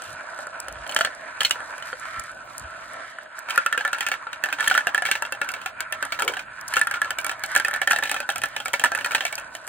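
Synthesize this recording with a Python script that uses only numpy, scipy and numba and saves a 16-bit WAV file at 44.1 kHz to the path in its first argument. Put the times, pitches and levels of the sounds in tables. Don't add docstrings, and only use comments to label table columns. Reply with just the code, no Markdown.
import sys
import numpy as np
from scipy import signal
from scipy.fft import rfft, irfft
from scipy.io import wavfile
from scipy.ndimage import uniform_filter1d, minimum_filter1d
from numba import njit

SR = 44100
rng = np.random.default_rng(int(sys.argv[2]) if len(sys.argv) > 2 else 0)


def output_pcm(signal):
    pcm = np.clip(np.atleast_2d(signal).T, -1, 1) * 32767
    wavfile.write(sys.argv[1], SR, np.round(pcm).astype(np.int16))


def natural_amplitude(level_db):
    exponent = np.asarray(level_db, float) / 20
    return 10 ** exponent


N = 426888
HZ = np.arange(N // 2 + 1) * SR / N
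FUNNELS_UNTIL_S, CHUTE_FROM_S = 3.23, 3.75
CONTACT_S = 0.0008

# centre in Hz, width in Hz, level in dB.
SHELL = [(974, 170, -6), (1340, 58, 2), (1490, 73, 2.5), (1740, 258, -4), (2360, 220, -10.5),
         (2810, 670, -20)]


def colour(x, points):
    hz, db = np.transpose(points)
    curve_db = np.interp(np.log(HZ + 1), np.log(hz), db)
    return irfft(rfft(x) * natural_amplitude(curve_db), N)


def resonate(x, peaks):
    gain = 0
    for k, (f, width, db) in enumerate(peaks):
        bandpass = 1j * HZ * width / (f * f - HZ * HZ + 1j * HZ * width)
        gain = gain + (-1) ** k * natural_amplitude(db) * bandpass
    return irfft(rfft(x) * gain, N)


def unit(x):
    return x / np.sqrt(np.mean(x ** 2))


def walk(rate):
    hold = int(SR / rate)
    steps = np.repeat(rng.standard_normal(N // hold + 1), hold)
    return unit(uniform_filter1d(steps, hold)[:N])


def spread(make, likeness):
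    likeness = np.clip(likeness, 0, 1)
    common = np.sqrt(1 + likeness) * make()
    opposed = np.sqrt(1 - likeness) * make() * np.array([[1], [-1]])
    return common + opposed


def hollow_db(s):
    # time in seconds, boom in dB.
    boom = [(0, 5), (.95, 9), (1.3, -1), (2.9, 5), (3.2, -3), (4.1, -3), (4.9, -3), (6.0, 1), (6.7, -6.5),
            (7.2, -1.5), (7.6, -4.5), (8.1, 0.5), (9.68, 0.5)]
    return np.interp(s, *np.transpose(boom))


def contacts(rebound_s, loss_db, dull_db, count):
    # start in seconds, peak in dB, strongest mode in Hz, then the level of the hard upper modes
    # and of the crack, both in dB relative to the peak.
    joints = [(0.0202, -27, 1530, -9, -3), (0.3889, -19.5, 1420, -20, -17), (0.4691, -20, 1380, -32, -13.5),
              (0.683, -18, 1480, -9, -10), (0.865, -26, 1500, -1.5, -15), (0.8934, -28, 1625, 9, -6),
              (0.9212, -25, 1720, 3, -9), (0.9631, -3.5, 1670, -2, -12), (0.9884, -12, 1530, -9, -9),
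              (1.009, -4, 1490, -6, -17), (1.048, -6.5, 1610, -5.5, -15), (1.0727, -16.5, 1590, -31, -31),
              (1.406, -10.5, 1840, 4, -12), (1.4165, -8, 1630, -14, -20), (1.4318, -22, 1550, 5, 1),
              (1.4484, -16, 1640, 14, -25), (1.5088, -10, 1650, 4.5, -4), (1.5573, -21, 1400, -17, -28),
              (1.6038, -17.5, 1420, -21, -20), (1.7807, -25.5, 1490, -14, -7.5),
              (1.824, -19.5, 1490, -6, -16), (1.9293, -13, 1460, -16, -30), (2.1961, -22.5, 1460, -26, -2)]
    marble_1 = [(3.186, -19, 1490, -20, -24), (3.3835, -25, 1450, -27, -19), (3.486, -20, 1370, -3, -27),
                (3.498, -21, 1570, -3, -8), (3.5052, -21.5, 1360, 6.5, -5), (3.559, -19, 1820, -7, -6),
                (3.5768, -3, 1396, -9.5, -12.5), (3.662, -7, 1395, -8.5, -11),
                (3.7263, -7.5, 1636, -9, -14.5), (3.746, -18, 1340, -17, -23),
                (3.7761, -11, 1600, -2.5, -14), (3.8082, -17.5, 1670, -4, -19), (3.83, -34, 1510, -16, -25),
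                (3.8498, -9, 1650, -9, -17), (3.8766, -18.5, 1660, -5, -11), (3.9301, -13, 1636, -1.5, -9),
                (3.9456, -17.5, 1830, -9, -22), (3.9838, -22, 1610, -2, -12), (4.007, -14, 1880, 1.5, -6.5),
                (4.026, -20, 1780, -3, -23), (4.065, -13.5, 1745, 0.5, -8), (4.086, -16.5, 1650, -7, -7),
                (4.1157, -13.5, 1740, 1, -14.5), (4.1389, -17.5, 1730, -9, -29),
                (4.2683, -20.5, 1380, -10, -28), (4.33, -21, 1740, -1, -11)]
    marble_2 = [(4.4378, -10, 1730, -3.5, -8), (4.458, -17, 1716, -12, -13), (4.487, -17.5, 1580, -11, -22),
                (4.502, -31, 1600, 2, -14), (4.5261, -12, 1560, -1, -13), (4.586, -18.5, 1460, -6, -32),
                (4.5979, -15, 1454, -6, -21), (4.6059, -12, 1450, -4.5, -10.5),
                (4.627, -17.5, 1360, -5, -16), (4.6416, -23.5, 1490, 5, -13), (4.6623, -20, 1490, -3, -16),
                (4.675, -6.5, 1740, -3.5, -18.5), (4.699, -18, 1680, 5, -8), (4.7118, -4, 1490, -9, -22),
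                (4.7404, -21, 1660, 6, -8), (4.7505, -6, 1495, -10.5, -20), (4.7768, -4, 1696, -8, -13),
                (4.8698, -5.5, 1650, -8, -15), (4.9461, -6, 1700, -7.5, -14.5),
                (4.9778, -9, 1740, -10, -16.5), (5.0217, -11.5, 1690, -9, -16), (5.052, -14, 1710, 2, -11),
                (5.061, -18, 1500, 0, -12), (5.0674, -18.5, 1580, -4, -14), (5.0868, -15, 1730, -9, -25),
                (5.1135, -9, 1570, 4, -3.5), (5.1528, -17, 1700, 2, -14), (5.2223, -12.5, 1630, -8.5, -7),
                (5.2505, -21, 1560, -1.5, -18), (5.3226, -15.5, 1540, -3, -8),
                (5.415, -11, 1695, -4.5, -16), (5.445, -24, 1620, -6, -16), (5.4887, -24.5, 1720, 7, 1),
                (5.538, -19.5, 1280, 1.5, -11), (5.615, -28.5, 1470, 0, -8)]
    marble_3 = [(5.6597, -18.5, 1340, 2.5, -7), (5.805, -16, 1570, -1, -2.5),
                (5.9239, -16.5, 1770, -0.5, -5.5), (6.0259, -11, 1540, -9, -11.5),
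                (6.051, -23, 1345, -13, -5), (6.1217, -18.5, 1360, 7, -7), (6.1896, -17, 1680, -2, -20),
                (6.196, -18.5, 1340, -8, -4), (6.2025, -17, 1385, -11, -20),
                (6.2212, -13.5, 1360, -0.5, -4.5), (6.2778, -13.5, 1350, 5, -8),
                (6.3367, -20, 1520, -2.5, -16), (6.3684, -19, 1740, -1.5, -15),
                (6.392, -27, 1810, 7.5, -19)]
    marble_4 = [(6.7376, -13, 1740, -1.5, -4), (6.7577, -25.5, 1680, 8, 0), (6.7668, -5.5, 1380, -5.5, -13),
                (6.7742, -23, 1350, -17, -6), (6.7934, -19, 1640, -11, -3),
                (6.8135, -5.5, 1740, -11, -11.5), (6.8704, -10, 1380, -11, -12),
                (6.9112, -13, 1640, -6.5, -10.5), (6.9397, -15, 1600, -2, -23),
                (6.957, -21.5, 1400, -7, -26), (6.97, -20, 1430, -23, -27), (7.0167, -8, 1676, -12, -13),
                (7.045, -20, 1670, -6, -13), (7.0557, -22, 1350, -19, -16), (7.1057, -13.5, 1540, -4.5, -7),
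                (7.1857, -18, 1570, 3.5, -2.5), (7.245, -17.5, 1710, -1, -3.5), (7.2648, -19, 1630, -1, -2),
                (7.294, -16, 1700, 0, -11), (7.314, -18, 1750, -8, -12), (7.4368, -16.5, 1580, 0.5, -4.5)]
    marble_5 = [(7.5505, -12, 1740, -2, -6), (7.5619, -3.5, 1675, -9, -9.5), (7.569, -14, 1660, -8, -19),
                (7.5987, -10, 1613, -10, -11), (7.6479, -8.5, 1790, -4.5, -12.5),
                (7.6827, -11.5, 1700, -16, -11), (7.7106, -18.5, 1720, -10, -9),
                (7.7314, -17, 1590, -11, -33), (7.7382, -19, 1530, 1.5, -4), (7.7472, -17, 1750, -21, -16),
                (7.7608, -16, 1490, -12, -13), (7.816, -10, 1740, -3.5, -12), (7.8739, -6, 1785, -7, -9),
                (7.9054, -19, 1700, -6, -4), (7.9097, -2.5, 1760, -6.5, -14), (7.919, -16, 1700, -10, -1),
                (7.9309, -12, 1740, -9, -13), (7.9608, -12, 1800, -5, -11), (7.9864, -12, 1740, -11, -12),
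                (8.025, -14.5, 1740, -4.5, -15), (8.0356, -19.5, 1830, 5, -1),
                (8.0542, -18.5, 1740, -1, -17), (8.0732, -25, 1750, 1, -18), (8.0946, -19, 1730, 4, -6),
                (8.114, -14, 1720, -0.5, -2.5), (8.143, -16.5, 1364, -1, -8), (8.1634, -19, 1740, 1, -13),
                (8.2024, -17.5, 1540, -1, -7), (8.29, -10.5, 1705, -6, -11), (8.301, -22.5, 1700, 5, -3),
                (8.3583, -19.5, 1780, 0, -3), (8.381, -32.5, 1700, 6, 9), (8.417, -23.5, 1770, 2, -3),
                (8.436, -11.5, 1720, -4, -9.5), (8.4568, -23.5, 1730, -8, -3)]
    marble_6 = [(8.5639, -18, 1720, 3.5, -6), (8.6014, -23, 1310, 3, -9), (8.6572, -17, 1340, 0.5, -5.5),
                (8.681, -24, 1810, -1, -3.5), (8.7326, -19, 1970, 2, -0.5), (8.738, -11.5, 1750, 1, -11.5),
                (8.7958, -19.5, 1740, 4.5, -1), (8.8144, -24.5, 1420, -1, -22),
                (8.8385, -3.5, 1800, -7.5, -12), (8.8454, -10, 1330, -7, -7), (8.856, -12, 1794, -10, -16),
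                (8.9181, -14, 1716, -8, -11), (8.949, -12.5, 1790, -5.5, -10),
                (8.9756, -18.5, 1490, -13, -10), (8.987, -19.5, 1720, -1, -19),
                (9.0094, -19.5, 1780, -5.5, -15), (9.0452, -15, 1860, 2.5, -12),
                (9.06, -14, 1840, -17, -7.5), (9.1088, -17, 1550, -0.5, -12), (9.118, -20.5, 1630, -1, -5),
                (9.1482, -6.5, 1790, 1, -12), (9.2066, -13, 1770, 0, -22), (9.2514, -18, 1760, 7, -2.5),
                (9.265, -28, 1660, 4, -3), (9.326, -25.5, 1750, 7.5, 1), (9.3791, -23.5, 1820, 3, -9.5)]
    last_step = [
        (9.5506, -25, 1800, 2, -1.2),
        (9.6762, -27, 1680, -1, -1.2),
    ]
    first = np.vstack([joints, marble_1, marble_2, marble_3, marble_4, marble_5, marble_6, last_step])
    first[:, 1] += 3.0
    draw = rng.random((len(first), count, 2))
    after = np.repeat(first[:, None], count, axis=1)
    delay = np.cumsum(0.0045 + rebound_s * draw[..., 0], axis=1)
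    after[..., 0] = np.minimum(after[..., 0] + delay, (N - 1) / SR)
    joint_loss_db = -8 * (first[:, :1] < CHUTE_FROM_S)
    after[..., 1] += loss_db - 10 * draw[..., 1] + joint_loss_db
    after[..., 4] += dull_db
    return np.vstack([first, after.reshape(-1, first.shape[1])])


@njit
def ring(start, pole, gain, rise):
    out = np.zeros((2, N))
    for m in range(len(start)):
        z, soft = 1. + 0j, 1.
        for i in range(start[m], N):
            z *= pole[m]
            soft *= rise
            out[0, i] += (1 - soft) * (gain[0, m] * z).imag
            out[1, i] += (1 - soft) * (gain[1, m] * z).imag
            if abs(z) < 1e-3:
                break
    return out


def shared(db):
    return db - 10 * np.log10(np.sum(natural_amplitude(2 * db), axis=1, keepdims=True))


def knocks(hits, scatter_db, detune, body_detune, side_rad):
    # pitch in Hz, level in dB, t60 in seconds.
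    low_modes = [(286, -19.5, 0.11), (481, -13.5, 0.029), (604, 4.5, 0.054), (823, 2.5, 0.042),
                 (1113, 4, 0.023)]
    hard_modes = [(2262, 6, 0.031), (2513, 5, 0.035), (2696, 2, 0.048), (2941, 2.5, 0.034),
                  (3170, 7, 0.037), (3850, 0, 0.036), (4310, -8, 0.079)]
    main_modes = [(1386.5, -3.5, 0.057), (1490, -3, 0.037), (1660, -4, 0.046), (1739, -4.5, 0.055),
                  (1990, -32, 0.0083)]
    chute_body_db = [7, 13.2, 1.46, 9.3, 6.1]
    joint_hard_db = [-6, -6, -4, 14, 8, 0, 17]
    s, peak_db, best_hz, hard_db, _ = np.transpose(hits)[:, :, None]
    modes = np.vstack([low_modes, hard_modes, main_modes])
    low = len(low_modes)
    hard = low + len(hard_modes)
    count = len(modes) + 1
    at_joint = s < FUNNELS_UNTIL_S
    draw = rng.standard_normal((len(s), 4, count))

    detuning = np.where(np.arange(count - 1) < low, body_detune, detune)
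    hz = modes[:, 0] * (1 + detuning * draw[:, 0, 1:])
    hz = np.hstack([hz, best_hz])

    t60 = np.append(modes[:, 2], 0.035) * natural_amplitude(1.5 * draw[:, 1])
    t60 = t60 * np.minimum(1, 2000 / hz)
    t60 = t60 * np.where(at_joint & (np.abs(hz - 1500) < 600), 0.45, 1)

    db = np.append(modes[:, 1], 3.5) + scatter_db * np.clip(draw[:, 2], -3, 1.3) / (1 + at_joint)
    db[:, low:hard] += 1.5 * scatter_db * np.clip(draw[:, 1, low:hard], -2, 1.5) / 2
    db[:, :low] += -0.3 * peak_db - 28.0 + hollow_db(s) + (s > CHUTE_FROM_S) * np.array(chute_body_db)
    db[:, low:hard] = hard_db - 0.6 + shared(db[:, low:hard] + at_joint * np.array(joint_hard_db))
    db[:, hard:] = shared(db[:, hard:])

    skew = side_rad * draw[:, 3] * np.sqrt(hz / 1500)
    right_db = 2.0 * np.exp(-np.log(hz / 1800) ** 2)
    left = natural_amplitude(-right_db / 2) * np.exp(1j * skew)
    right = natural_amplitude(right_db / 2) * np.exp(-1j * skew)
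    gain = natural_amplitude(peak_db + db) * np.array([left, right])
    pole = np.exp(2j * np.pi * hz / SR - np.log(1000) / (t60 * SR))
    start = (s * SR * np.ones(count)).astype(np.int64)
    return ring(start.ravel(), pole.ravel(), gain.reshape(2, -1), np.exp(-1 / (CONTACT_S * SR)))


def scuffs(s, db, chatter_s, tail_s, tail_db):
    # frequency in Hz, level in dB.
    scuff_colour = [(1200, -23), (2100, -5), (3300, -8), (4500, -11.5), (5200, -12), (6500, -13),
                    (11000, -22.5)]
    t = np.arange(4000) / SR
    decay = np.exp(-t / chatter_s) + natural_amplitude(tail_db) * np.exp(-t / tail_s)
    shape = (1 - np.exp(-t / CONTACT_S)) * decay
    blows = np.bincount((s * SR).astype(int), natural_amplitude(db), N)
    swell = signal.fftconvolve(blows, shape)[:N]
    return spread(lambda: colour(swell * rng.standard_normal(N), scuff_colour), 0.75)


def cracks(s, db, chatter_s, tail_s, tail_db, count):
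    # frequency in Hz, level in dB.
    glass = [(3000, -16.5), (4600, 7.5), (9000, 9.5), (11000, 9), (13000, 6), (15500, -2), (16500, -24),
             (16900, -43)]
    start = (s * SR).astype(np.int64)
    blows = np.bincount(start, natural_amplitude(db), N)
    t = np.arange(4000) / SR
    decay = np.exp(-(t / chatter_s) ** 2) + natural_amplitude(tail_db) * np.exp(-t / tail_s)
    shape = (1 - np.exp(-t / CONTACT_S)) * decay
    swell = signal.fftconvolve(blows, shape)[:N]
    fizz = swell * spread(lambda: rng.standard_normal(N), 0.85) / 0.99
    draw = rng.random((len(s), 2, count))
    ping_hz = 4500 + 11000 * draw[:, 0] ** 1.4
    pole = np.exp(2j * np.pi * ping_hz / SR - np.log(1000) / (0.014 * SR))
    gain = natural_amplitude(db[:, None] - 3.0 - 14.0 * draw[:, 1]).ravel() * np.ones((2, 1), complex)
    pings = ring(np.repeat(start, count), pole.ravel(), gain, np.exp(-1 / (CONTACT_S * SR)))[0]
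    return colour(fizz + pings, glass)


def glass_cracks(hits):
    # start in seconds, peak in dB.
    ticks = [(0.038, -59), (0.129, -58.5), (0.601, -45), (0.725, -55.5), (0.876, -55), (0.913, -52),
             (0.9466, -43), (1.002, -52), (1.149, -60), (1.495, -50), (1.997, -55), (2.237, -57),
             (2.315, -63), (2.58, -45), (2.596, -54), (2.934, -60), (3.232, -66), (3.3902, -50.5),
             (4.679, -35), (5.263, -60), (5.517, -51), (6.248, -50), (6.322, -60), (6.6113, -53),
             (6.68, -45.5), (6.684, -48), (6.835, -59), (7.202, -55), (7.213, -56), (7.395, -60),
             (7.461, -52), (7.516, -53), (7.576, -45), (8.321, -55), (8.486, -60), (8.652, -54),
             (8.956, -51), (9.157, -47), (9.354, -43), (9.386, -52), (9.398, -57), (9.567, -60),
             (9.668, -56)]
    tick_s, tick_db = np.transpose(ticks)
    s = np.append(hits[:, 0], tick_s)
    db = np.append(hits[:, 1] + hits[:, 4] - 6.5, tick_db + 19.0)
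    crack = cracks(s, db, chatter_s=0.0021, tail_s=0.008, tail_db=-28, count=6)
    topmost = irfft(rfft(crack) * (HZ > 11500), N)
    return crack - 0.45 * (np.arange(N) / SR < FUNNELS_UNTIL_S) * topmost


def grains(per_s, scatter_db, bed):
    draw = rng.random((3, N))
    size = natural_amplitude(scatter_db * np.minimum(-np.log(draw[1] + 1e-9), 4.5)) * np.sign(draw[2] - 0.5)
    return unit((draw[0] < per_s / SR) * size) + bed * rng.standard_normal(N)


def drifting(bumps, drift_db):
    out = 0
    for k, (peak, db) in enumerate(zip(SHELL, drift_db)):
        out = out + (-1) ** k * resonate(bumps, [peak]) * natural_amplitude(db)
    return unit(out)


def run_ups(t):
    # moment of the drop in seconds, scrape level in dB.
    drops = [
        (.95, -37),
        (3.55, -31.5),
        (4.66, -30.5),
        (6.73, -31),
        (7.55, -30.5),
        (9.14, -32),
    ]
    power = 0
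    for s, db in drops:
        swell_s, stop_s = 0.056, 0.04
        distance = np.where(t < s, (s - t) / swell_s, (t - s) / stop_s)
        power = power + natural_amplitude(2 * db) * np.exp(-2 * distance)
    return power


def rolling_levels():
    # time in seconds, shell drone in dB.
    roll = [(0, -36), (.67, -39.5), (1.0, -37.5), (1.37, -38.5), (2.13, -36.5), (2.42, -40), (3.02, -38),
            (3.23, -42.5), (3.6, -37.5), (4.3, -39), (5.25, -39.5), (6.0, -39.5), (6.28, -37), (6.5, -41),
            (7.1, -38.5), (8.0, -40.5), (9.15, -41.5), (9.4, -39.5), (9.55, -43)]
    # time in seconds, level in dB.
    orbit_grit = [(0, -8.5), (2.3, -9), (3.3, -11.5), (6.5, -15.5), (9.68, -7.5)]
    t = np.arange(N) / SR
    faintest_db, scrape_grit_db = -47, -5.5
    circling = natural_amplitude(2 * np.maximum(np.interp(t, *np.transpose(roll)), faintest_db))
    scraping = run_ups(t)
    shell_db = 10 * np.log10(circling + scraping)
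    orbit_grit_db = np.interp(t, *np.transpose(orbit_grit))
    grit = circling * natural_amplitude(2 * orbit_grit_db) + scraping * natural_amplitude(2 * scrape_grit_db)
    return shell_db, 10 * np.log10(grit) - shell_db


def rolling(shell_db, grit_db):
    # centre in Hz, width in Hz, level in dB.
    throat_peaks = [(305, 143, -11.5), (450, 190, -11.5), (642.5, 72, 2.5), (802, 41, -11.5)]
    # frequency in Hz, level in dB.
    grit_colour = [(2500, -12), (4000, 2), (6500, -1.5), (8200, -4), (11000, -6), (12500, -0.5),
                   (15200, -30.5), (16000, -48)]
    orbit, flicker = 1.8 * walk(28), 2.0 * walk(22)
    drift_db = [2 * walk(7) for _ in SHELL]
    shell = spread(lambda: drifting(grains(700, 3.3, 0.98), drift_db), 0.53)
    throat = spread(lambda: unit(resonate(grains(700, 3.8, 1.35), throat_peaks)), 0.63)
    grit = spread(lambda: unit(colour(grains(3800, 5.5, 0.79), grit_colour)), 0.77) / 1.935
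    shell = shell * natural_amplitude(shell_db + orbit + np.array([[-1.2], [1.2]]))
    throat_db = 0.42 * shell_db - 33.5 + 0.5 * hollow_db(np.arange(N) / SR) + flicker
    throat = throat * natural_amplitude(throat_db + np.array([[-0.8], [0.8]]))
    return shell + throat + grit * natural_amplitude(shell_db + grit_db + 0.4 * orbit + 2.2 * walk(25))


def room(x):
    t60_s, level_db = 0.087, -14
    t = np.arange(int(0.4 * SR)) / SR
    tail = rng.standard_normal((2, len(t))) * np.exp(-np.log(1000) * t / t60_s) * (t > 0.004)
    tail = signal.lfilter([1], [1, -0.6], tail)
    return natural_amplitude(level_db) * signal.fftconvolve(x, unit(tail) / np.sqrt(len(t)), axes=1)[:, :N]


def hand():
    # frequency in Hz, level in dB.
    rumble = [(26, -39), (44, -1), (62, -8), (120, -1), (180, -8.5), (300, -9.5), (500, -25.5)]
    # time in seconds, level in dB.
    grip = [(0, -64.5), (2.9, -57), (3.2, -68), (6.1, -56.5), (9.68, -59)]
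    # middle in seconds, rms in dB, pitch in Hz, length in seconds.
    thumps = [
        (0.115, -53.5, 91.5, 0.17),
        (0.763, -46.5, 60, 0.22),
        (1.696, -54, 95, 0.11),
        (2.188, -42, 70.5, 0.06),
        (2.638, -45, 65, 0.11),
        (6.278, -34, 450, 0.15),
        (8.407, -53, 90, 0.15),
    ]
    t = np.arange(N) / SR
    tremor_db = np.interp(t, *np.transpose(grip)) + 0.62 * walk(7.6)
    out = spread(lambda: unit(colour(rng.standard_normal(N), rumble)), 0.79) * natural_amplitude(tremor_db)
    for s, db, hz, length in thumps:
        swell = np.exp(-((t - s) / length) ** 2 * 8)
        band = [(hz / 4, -40), (hz, 0), (hz * 1.06, 0), (hz * 5.1, -30), (hz * 9.0, -70)]
        out += spread(lambda: unit(colour(rng.standard_normal(N), band)), 0.93) * swell * natural_amplitude(db)
    return out


def scene():
    hits = contacts(rebound_s=0.013, loss_db=-12.5, dull_db=-7, count=2)
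    rings = knocks(hits, scatter_db=5.0, detune=0.015, body_detune=0.08, side_rad=0.35)
    scuff_db = hits[:, 1] + hits[:, 3] - 2.5
    rings = rings + scuffs(hits[:, 0], scuff_db, chatter_s=0.0056, tail_s=0.027, tail_db=-15.0)
    return rings + room(rings) + glass_cracks(hits) + rolling(*rolling_levels()) + hand()


def mute_faint_bands(ports):
    quiet_db, quiet_from_hz = -100.8, 4900
    mid_side = [ports[0] + ports[1], ports[0] - ports[1]]
    hz, _, cells = signal.stft(mid_side, SR, nperseg=512, scaling="psd")
    power, hz = np.abs(cells / 2) ** 2, hz[:-1, None]
    band = np.repeat(power[:, :-1].reshape(2, 32, 8, -1).mean(axis=2), 8, axis=1)
    band = np.maximum(band, uniform_filter1d(band, size=5))
    loudness = -minimum_filter1d(-10 * np.log10(power.sum(axis=(0, 1)) + 1e-18), size=3)
    masking = 0.46 + 0.2 * (hz > 10800)
    limit_db = quiet_db + masking * (loudness + 58)
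    limit_db = limit_db - 7 * (hz > 12900) + 6 * (hz > 10800) + 10 * (hz > 15900)
    sum_limit_db = limit_db - 7 * ((hz > 6300) & (hz < 10300))
    limit_db = np.array([sum_limit_db, limit_db + 2])
    cells[:, :-1] *= (10 * np.log10(band + 1e-18) > limit_db) | (hz < quiet_from_hz)
    total, difference = signal.istft(cells, SR, nperseg=512, scaling="psd")[1][:, :N]
    return np.array([total + difference, total - difference]) / 2


def roll_off(x):
    return signal.sosfilt(signal.butter(12, 16840, fs=SR, output="sos"), x)


def record(dry):
    port_lag_s, lag_from_hz, top_hz = 0.000161, 2400, 16650
    left, right = rfft(np.tanh(dry / 1.579) * 1.153)
    apart = (left - right) * (0.8 + 0.2 / (1 + (HZ / 4300) ** 12))
    lag = np.pi * port_lag_s * np.maximum(HZ - lag_from_hz, 0)
    ports = (left + right + apart * np.array([[1], [-1]])) / 2 * np.exp(1j * np.array([lag, -lag]))
    ports = irfft(ports / (1 + (HZ / top_hz) ** 120), N)
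    return roll_off(mute_faint_bands(ports))


dry = scene()
out = record(dry)
output_pcm(out)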